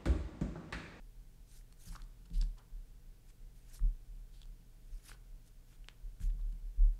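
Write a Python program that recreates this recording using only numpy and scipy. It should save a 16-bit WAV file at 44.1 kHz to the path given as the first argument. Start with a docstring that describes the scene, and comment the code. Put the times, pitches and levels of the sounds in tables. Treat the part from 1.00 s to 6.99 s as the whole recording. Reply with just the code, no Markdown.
"""Quiet room, cloth-covered table: three playing cards are dealt close to the listener.
Each card hisses off the deck (friction noise), flaps free and snaps (struck damped modes), brushes the cloth.
A hand sweeps the cloth (dull noise). Hands bump the table: a very low boom (swelling sine) and a knock (modes).
Rumble and hiss (shaped noise) and a faint wavering hum (sines) lie underneath."""
import sys
import numpy as np
from scipy import signal
from scipy.fft import rfft, irfft
from scipy.io import wavfile
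from scipy.ndimage import uniform_filter1d

SR = 44100
rng = np.random.default_rng(int(sys.argv[2]) if len(sys.argv) > 2 else 0)


def transcribe(signal):
    """Save signal, clipped to [-1, 1], as a 16-bit WAV file at the path in sys.argv[1]."""
    frames = np.atleast_2d(signal).T
    limited = np.clip(frames, -1, 1)
    pcm = np.round(limited * 32767).astype(np.int16)
    wavfile.write(sys.argv[1], SR, pcm)


N = 264159
TIME_S = np.arange(N) / SR

# background spectra, relative density: f/Hz, level/dB
RUMBLE_SPECTRUM = [(10, -14.5), (24, -2), (35, 5.5), (42, -1), (52, -16.5), (70, -20.5), (100, -20.5),
                   (140, -28.5), (170, -24), (210, -31), (300, -31.5), (400, -67.5), (700, -100)]
HISS_SPECTRUM = [(180, -40.5), (300, -4), (348, -4), (468, -1.5), (543, -10), (620, -8), (685, -9.5),
                 (849, -10), (1090, -14), (1490, -14), (1640, -14), (1970, -14.5), (15500, -18)]
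RUMBLE_RMS_DB, HISS_RMS_DB = -53.5, -73
# hum partials: f/Hz, rms level/dB
HUM_PARTIALS = [(120, -70), (167, -78), (253, -85.5), (296, -102), (474, -100), (641, -92.5), (1518, -94.5)]

# fingers or hand landing on table: t/s, boom peak/dB, swell time/s, knock gain/dB, favoured knock pitch f/Hz
BUMPS = [(.87, -41.5, 0.044, -42, 110), (1.302, -34, 0.06, -42, 168), (1.331, -27.5, .073, -52, 130),
         (1.411, -50, 0.12, -47, 161), (2.795, -23.5, 0.053, -49.5, 127), (2.82, -70, 0.049, -41.5, 128),
         (5.204, -27, 0.068, -36, 84), (5.336, -33.5, 0.11, -46.5, 121), (5.519, -52, 0.057, -50.5, 155),
         (5.764, -19, 0.066, -47.5, 74)]
# wrist shifting its weight, hardly a knock: t/s, boom peak/dB
LEANS = [(.37, -44.5), (0.971, -45), (1.695, -42), (3.057, -42.5), (3.885, -40), (4.11, -47), (5.008, -39),
         (5.61, -38.5)]
LEAN_SWELL_S, LEAN_KNOCK_DB, LEAN_KNOCK_HZ = 0.061, -69, 115
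BOOM_HZ = 36.56
# table-top modes: f/Hz, level/dB, t60/s
TABLE_MODES = [(63.3, 2.5, 0.23), (85.8, 8.5, 0.098), (109.7, -5, 0.23), (147, -14.5, 0.39), (165, 2, 0.22),
               (253.8, -7.5, 0.16), (350, -7, 0.093), (456.7, -7, 0.15)]

# card sliding over other cards: start t/s, fastest t/s, end t/s, hiss level/dB, flexing body level/dB
DRAWS = [(0.458, 0.551, .63, -62.5, -78), (0.76, 0.884, 0.93, -59, -70.5), (0.903, 0.937, .98, -61, -69),
         (.96, 1.01, 1.01, -72, -65.5), (2.237, 2.313, 2.31, -70.5, -76), (2.52, 2.572, 2.88, -77.5, -83),
         (2.648, 2.7, 2.74, -71.5, -77), (2.707, 2.752, 2.798, -60.5, -68.5),
         (3.808, 3.957, 4.2, -74, -81.5), (4.018, 4.082, 4.15, -60.5, -63.5),
         (4.634, 4.743, 4.775, -72.5, -74.5), (5.193, 5.228, 5.295, -62.5, -71)]
SPEED_POWER = 1.12  # slide amplitude goes as speed to this power
# relative density of slide hiss, of flexing card body: f/Hz, level/dB
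DECK_HISS_SPECTRUM = [(710, -7.5), (1200, -15.5), (1460, -3), (1920, -7), (2090, -10.5), (5260, 2),
                      (6310, 2.5), (7480, 0.5), (8330, 1.5), (11500, 0.5), (15500, -14)]
CARD_BODY_SPECTRUM = [(250, -30), (600, -4), (1100, 1), (1600, 4.5), (2300, 3.5), (4000, -0.5), (8000, -31)]

# whole card flapping as it springs clear of the deck: t/s, level over 3 ms/dB, main pitch f/Hz
FLAPS = [(.612, -70, 1740), (0.9499, -58, 1570), (0.953, -48.5, 1340), (.963, -50.5, 1150),
         (0.9998, -62.5, 1250), (2.7947, -60, 1390), (4.095, -58.5, 1300), (4.1167, -50, 1560),
         (4.12, -64, 454), (5.2137, -64, 1720)]
FLAP_Q, FLAP_DECAY_S, FLAP_THUD_DB = 5.8, .0016, -11.5
# corner snapping off a finger or onto the table: t/s, level over 3 ms/dB, main pitch f/Hz, Q, scuff decay/s
SNAPS = [(0.7257, -60.5, 8000, .53, 0.0013), (0.9598, -54, 4850, 3.8, 0.0025),
         (1.0193, -57.5, 3970, 1.9, 0.0012), (1.039, -68, 5500, 2.6, .002),
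         (1.2586, -63, 3360, .54, 0.0042), (1.3028, -67.5, 2800, 0.74, 0.00066),
         (1.414, -45, 4770, 4.2, 0.002), (1.425, -53.5, 3170, 0.59, 0.0036),
         (1.4367, -62, 5500, 3.8, 0.00074), (1.5845, -62, 4800, 1.9, .005),
         (3.4173, -57, 3800, 2.4, 0.0011), (3.4314, -59, 3520, 2.6, 0.0019),
         (3.456, -68, 4800, 0.68, 0.00072), (4.132, -57.5, 3800, 1.4, 0.01),
         (4.844, -63, 2820, 3.8, 0.00042), (4.8859, -45, 2550, 1.8, .0002),
         (5.202, -64, 1000, 0.56, 0.0012), (5.301, -66, 2750, 1.7, .003), (5.413, -71, 3700, 4.2, 0.0018),
         (5.525, -67, 3500, .5, .005)]
SNAP_THUD_DB = -19
# fingertip dragging across a card: t/s, level over 3 ms/dB, decay/s
SCUFFS = [(0.927, -58.5, .01), (.978, -69, 0.007), (1.589, -57, 0.026), (4.146, -64.5, .013),
          (5.395, -67.5, .01)]
SCUFF_HZ, SCUFF_Q = 1180, 1.8
# damped card modes: f/Hz, bandwidth/Hz, level/dB
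CARD_MODES = [(406, 210, 8.5), (870, 360, 5), (1460, 310, -4), (3050, 1100, -3), (4330, 250, -10),
              (5110, 720, -19), (7450, 870, -9), (9300, 5100, -11)]

# hand sweeping low over the cloth: t/s, level/dB
SWEEP_LEVEL = [(.84, -95), (.89, -63.5), (1.0, -69), (1.25, -70), (1.33, -76), (1.45, -68), (1.6, -84)]
# relative density of the sweep: f/Hz, level/dB
SWEEP_SPECTRUM = [(60, -20), (150, 9), (270, -5.5), (420, -19), (800, -24), (3000, -35)]

# card brushing cloth and laid cards: start t/s, loudest t/s, end t/s, face level/dB, edge re face level/dB
BRUSHES = [(1.328, 1.346, 1.417, -63, 0), (1.39, 1.407, 1.5, -75, -11), (1.41, 1.442, 1.57, -81, 0),
           (3.317, 3.345, 3.48, -71, -13), (4.42, 4.486, 4.5, -80.5, 6), (5.23, 5.24, 5.28, -77, 0)]
# relative density of card on cloth: f/Hz, level/dB
CLOTH_SPECTRUM = [(800, -20), (2100, -14.5), (3200, -4.5), (4500, -3.5), (6200, -14), (9000, -11.5),
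                  (15500, -33)]

# reflections off table top and nearby surfaces: delay t/s, level/dB
ECHOES = [(.0013, -30), (.0037, -20), (0.0098, -21), (0.0186, -35)]
# reverberation of the room: f/Hz, t60/s
ROOM_T60 = [(200, 1), (1500, 0.42), (4000, 0.14), (12000, 0.3)]
BAND_EDGE_HZ = 15750


def amp(db):
    """Decibels to gain."""
    return 10 ** (np.asarray(db) / 20)


def unit(x):
    """Scales to an rms of one."""
    return x / np.sqrt(np.mean(x ** 2) + 1e-20)


def read(points, hz):
    """Interpolates a table on a log-frequency axis."""
    f, value = np.transpose(points)
    return np.interp(np.log(hz + 1), np.log(f + 1), value)


def colour(x, spectrum):
    """Filters x by a spectrum, to an rms of one."""
    gain = amp(read(spectrum, np.fft.rfftfreq(len(x), 1 / SR)))
    return unit(irfft(rfft(x) * gain, len(x)))


def drift(rate_hz):
    """Slow random curve of rms one: noise low-passed near rate_hz."""
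    hz = np.fft.rfftfreq(N, 1 / SR)
    lowpass = 1 / (1 + (hz / rate_hz) ** 4)
    return unit(irfft(rfft(rng.standard_normal(N)) * lowpass, N))


def add(mix, t_s, sound):
    """Adds a sound into the mix at t_s."""
    part = mix[max(round(t_s * SR), 0):][:len(sound)]
    part += sound[:len(part)]


def background(waver_rad=0.29):
    """Low rumble, microphone hiss and hum partials that share one fundamental's wavering phase scale."""
    rumble = amp(RUMBLE_RMS_DB) * colour(rng.standard_normal(N), RUMBLE_SPECTRUM)
    hiss = amp(HISS_RMS_DB) * colour(rng.standard_normal(N), HISS_SPECTRUM)
    hum = np.zeros(N)
    for hz, db in HUM_PARTIALS:
        waver = waver_rad * hz / HUM_PARTIALS[0][0] * drift(rate_hz=2.5)  # drawn anew per partial
        hum += amp(db) * np.sqrt(2) * np.sin(2 * np.pi * hz * TIME_S + waver)
    return rumble + hiss + hum


def bumps(sag=0.027, steepness=3, contact_s=0.017, spread_octaves=0.78):
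    """A soft hand sets the whole table rocking; the first touch also knocks its top."""
    out, t = np.zeros(N), np.arange(SR) / SR
    leans = [(s, db, LEAN_SWELL_S, LEAN_KNOCK_DB, LEAN_KNOCK_HZ) for s, db in LEANS]
    for s, boom_db, swell_s, knock_db, knock_hz in BUMPS + leans:
        sway = (t / swell_s * np.exp(1 - t / swell_s)) ** steepness
        # the hand's weight slows the first swings
        turns = np.cumsum(BOOM_HZ * (1 - sag * np.exp(-t / swell_s))) / SR
        boom = sway * np.sin(2 * np.pi * turns)
        knock = np.zeros(SR)
        for hz, db, t60_s in TABLE_MODES:
            # the place of the touch favours modes near one pitch
            favour = 1 / (1 + (np.log2(hz / knock_hz) / spread_octaves) ** 2)
            knock += favour * amp(db - 60 * t / t60_s) * np.sin(2 * np.pi * hz * t)
        knock *= 1 - np.exp(-t / contact_s)  # soft contact
        add(out, s, -amp(boom_db) * boom - amp(knock_db) * knock)
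    return out


def friction(slips_per_s, spread_db, judder_db):
    """Countless tiny slips of unequal size, bunched by the uneven grip of the fingers."""
    size = amp(spread_db * np.minimum(rng.exponential(1, N), 4))
    happens = rng.random(N) < slips_per_s / SR
    slips = happens * size * rng.choice([-1, 1], N)
    return slips * amp(judder_db * drift(rate_hz=61))


def bend(x, patchy_db):
    """The card's shape keeps changing under the fingers, so patches of its spectrum come and go."""
    z = signal.stft(x, SR, nperseg=256)[2]
    patches = rng.standard_normal(z.shape)
    for _ in range(2):
        patches = uniform_filter1d(patches, size=5, axis=0)  # over frequency
        patches = uniform_filter1d(patches, size=7, axis=1)  # over time
    bent = signal.istft(z * amp(patchy_db * unit(patches)), SR, nperseg=256)[1]
    return unit(bent[:N])


def draws():
    """A card speeds up and stops over other cards, hissing; as it bends, its whole face radiates lower down."""
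    hiss_level, body_level = np.zeros((2, N))
    for start_s, fastest_s, end_s, hiss_db, body_db in DRAWS:
        speed = np.interp(TIME_S, [start_s, fastest_s, end_s], [0, 1, 0])
        rub = speed ** SPEED_POWER
        hiss_level += rub * amp(hiss_db)
        body_level += rub * amp(body_db)
    fine = colour(friction(slips_per_s=38000, spread_db=5.5, judder_db=1.5), DECK_HISS_SPECTRUM)
    coarse = colour(friction(slips_per_s=4500, spread_db=2.0, judder_db=3), CARD_BODY_SPECTRUM)
    return hiss_level * bend(fine, patchy_db=3.0) + body_level * bend(coarse, patchy_db=1.5)


def releases():
    """Every flap, snap and scuff as (t/s, level/dB, pitch f/Hz, Q, decay/s, recoil re tick/dB)."""
    flaps = [(s, db, hz, FLAP_Q, FLAP_DECAY_S, FLAP_THUD_DB) for s, db, hz in FLAPS]
    snaps = [(s, db, hz, q, decay_s, SNAP_THUD_DB) for s, db, hz, q, decay_s in SNAPS]
    scuffs = [(s, db, SCUFF_HZ, SCUFF_Q, decay_s, FLAP_THUD_DB) for s, db, decay_s in SCUFFS]
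    return flaps + snaps + scuffs


def card_ring(t, edge_hz=10800):
    """Impulse response of the card's damped modes; blunt paper edges leave out the highest treble."""
    ring = np.zeros(len(t))
    for hz, width_hz, db in CARD_MODES:
        ring += amp(db) * width_hz * np.exp(-np.pi * width_hz * t) * np.cos(2 * np.pi * hz * t)
    return signal.sosfilt(signal.butter(4, edge_hz, fs=SR, output="sos"), ring)


def flicks(scuff=0.66, clean_s=0.0016, build_up=0.7, thud_hz=450):
    """An edge drags ever harder, lets go with one sharp slip and scuffs on, ringing the card's damped modes."""
    out, t = np.zeros(N), np.arange(4096) / SR
    ring = card_ring(t)
    release = len(t) // 4
    since_s = t - t[release]
    thud_band = signal.butter(2, [thud_hz / 2, thud_hz * 2], "band", fs=SR)
    for s, db, hz, q, decay_s, thud_db in releases():
        # a brief release is one clean snap, a long one is gritty
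        grit = scuff * decay_s / (decay_s + clean_s)
        envelope = np.exp(-np.maximum(since_s, -since_s / build_up) / decay_s)
        push = grit * rng.standard_normal(len(t)) * envelope
        push[release] = 1
        # a long free span of card sounds low, a corner sounds high
        span = signal.iirpeak(hz, q, fs=SR)
        tick = signal.lfilter(*span, signal.fftconvolve(push, ring)[:len(t)])
        # the whole card recoils against what holds it
        thud = signal.lfilter(*thud_band, push)
        sound = unit(tick) + amp(thud_db) * unit(thud)
        to_3_ms = np.sqrt(.003 / t[-1])  # tick energy as if its level lasted 3 ms
        add(out, s - t[release], amp(db) * sound * to_3_ms)
    return out


def sweep():
    """The side of the hand rubs the cloth with a dull, low rustle."""
    s, db = np.transpose(SWEEP_LEVEL)
    level = np.interp(TIME_S, s, amp(db), left=0, right=0)
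    return level * colour(rng.standard_normal(N), SWEEP_SPECTRUM)


def brushes():
    """The card is pushed a little way over the cloth, speeding up and stopping; its edge adds a finer hiss."""
    face = colour(friction(slips_per_s=11000, spread_db=-2.0, judder_db=-0.5), CLOTH_SPECTRUM)
    edge = colour(friction(slips_per_s=12000, spread_db=4.0, judder_db=6), DECK_HISS_SPECTRUM)
    out = np.zeros(N)
    for start_s, loudest_s, end_s, db, edge_db in BRUSHES:
        speed = np.interp(TIME_S, [start_s, loudest_s, end_s], [0, 1, 0])
        out += amp(db) * speed * (face + amp(edge_db) * edge)
    return out


def room(x, tail_db=-13.0, tail_delay_s=.009, taps_per_s=3000):
    """A few near reflections and a sparse random tail whose decay time depends on frequency."""
    taps = rng.choice([-1., 1.], SR // 2) * (rng.random(SR // 2) < taps_per_s / SR)
    hz, t, z = signal.stft(taps, SR, nperseg=256)
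    decay = amp(-60 * t / read(ROOM_T60, hz)[:, None])
    tail = signal.istft(z * decay, SR, nperseg=256)[1]
    response = np.zeros(SR)
    add(response, tail_delay_s, amp(tail_db) * tail / np.linalg.norm(tail))
    for delay_s, db in ECHOES:
        add(response, delay_s, amp(db) * np.array([1, 2, 1]) / 4)  # slightly dulled
    return x + signal.fftconvolve(x, response)[:N]


def scene():
    """Card sounds in the room, plus the hand sweep, table bumps and background."""
    cards = draws() + flicks() + brushes()
    return (background() + bumps() + room(cards) + sweep())[None]


def record(dry):
    """The recorder's band limit: linear-phase low-pass."""
    lowpass = signal.firwin(511, BAND_EDGE_HZ, window=("kaiser", 9), fs=SR)
    return signal.oaconvolve(dry, lowpass[None], "same")


dry = scene()
out = record(dry)
transcribe(out)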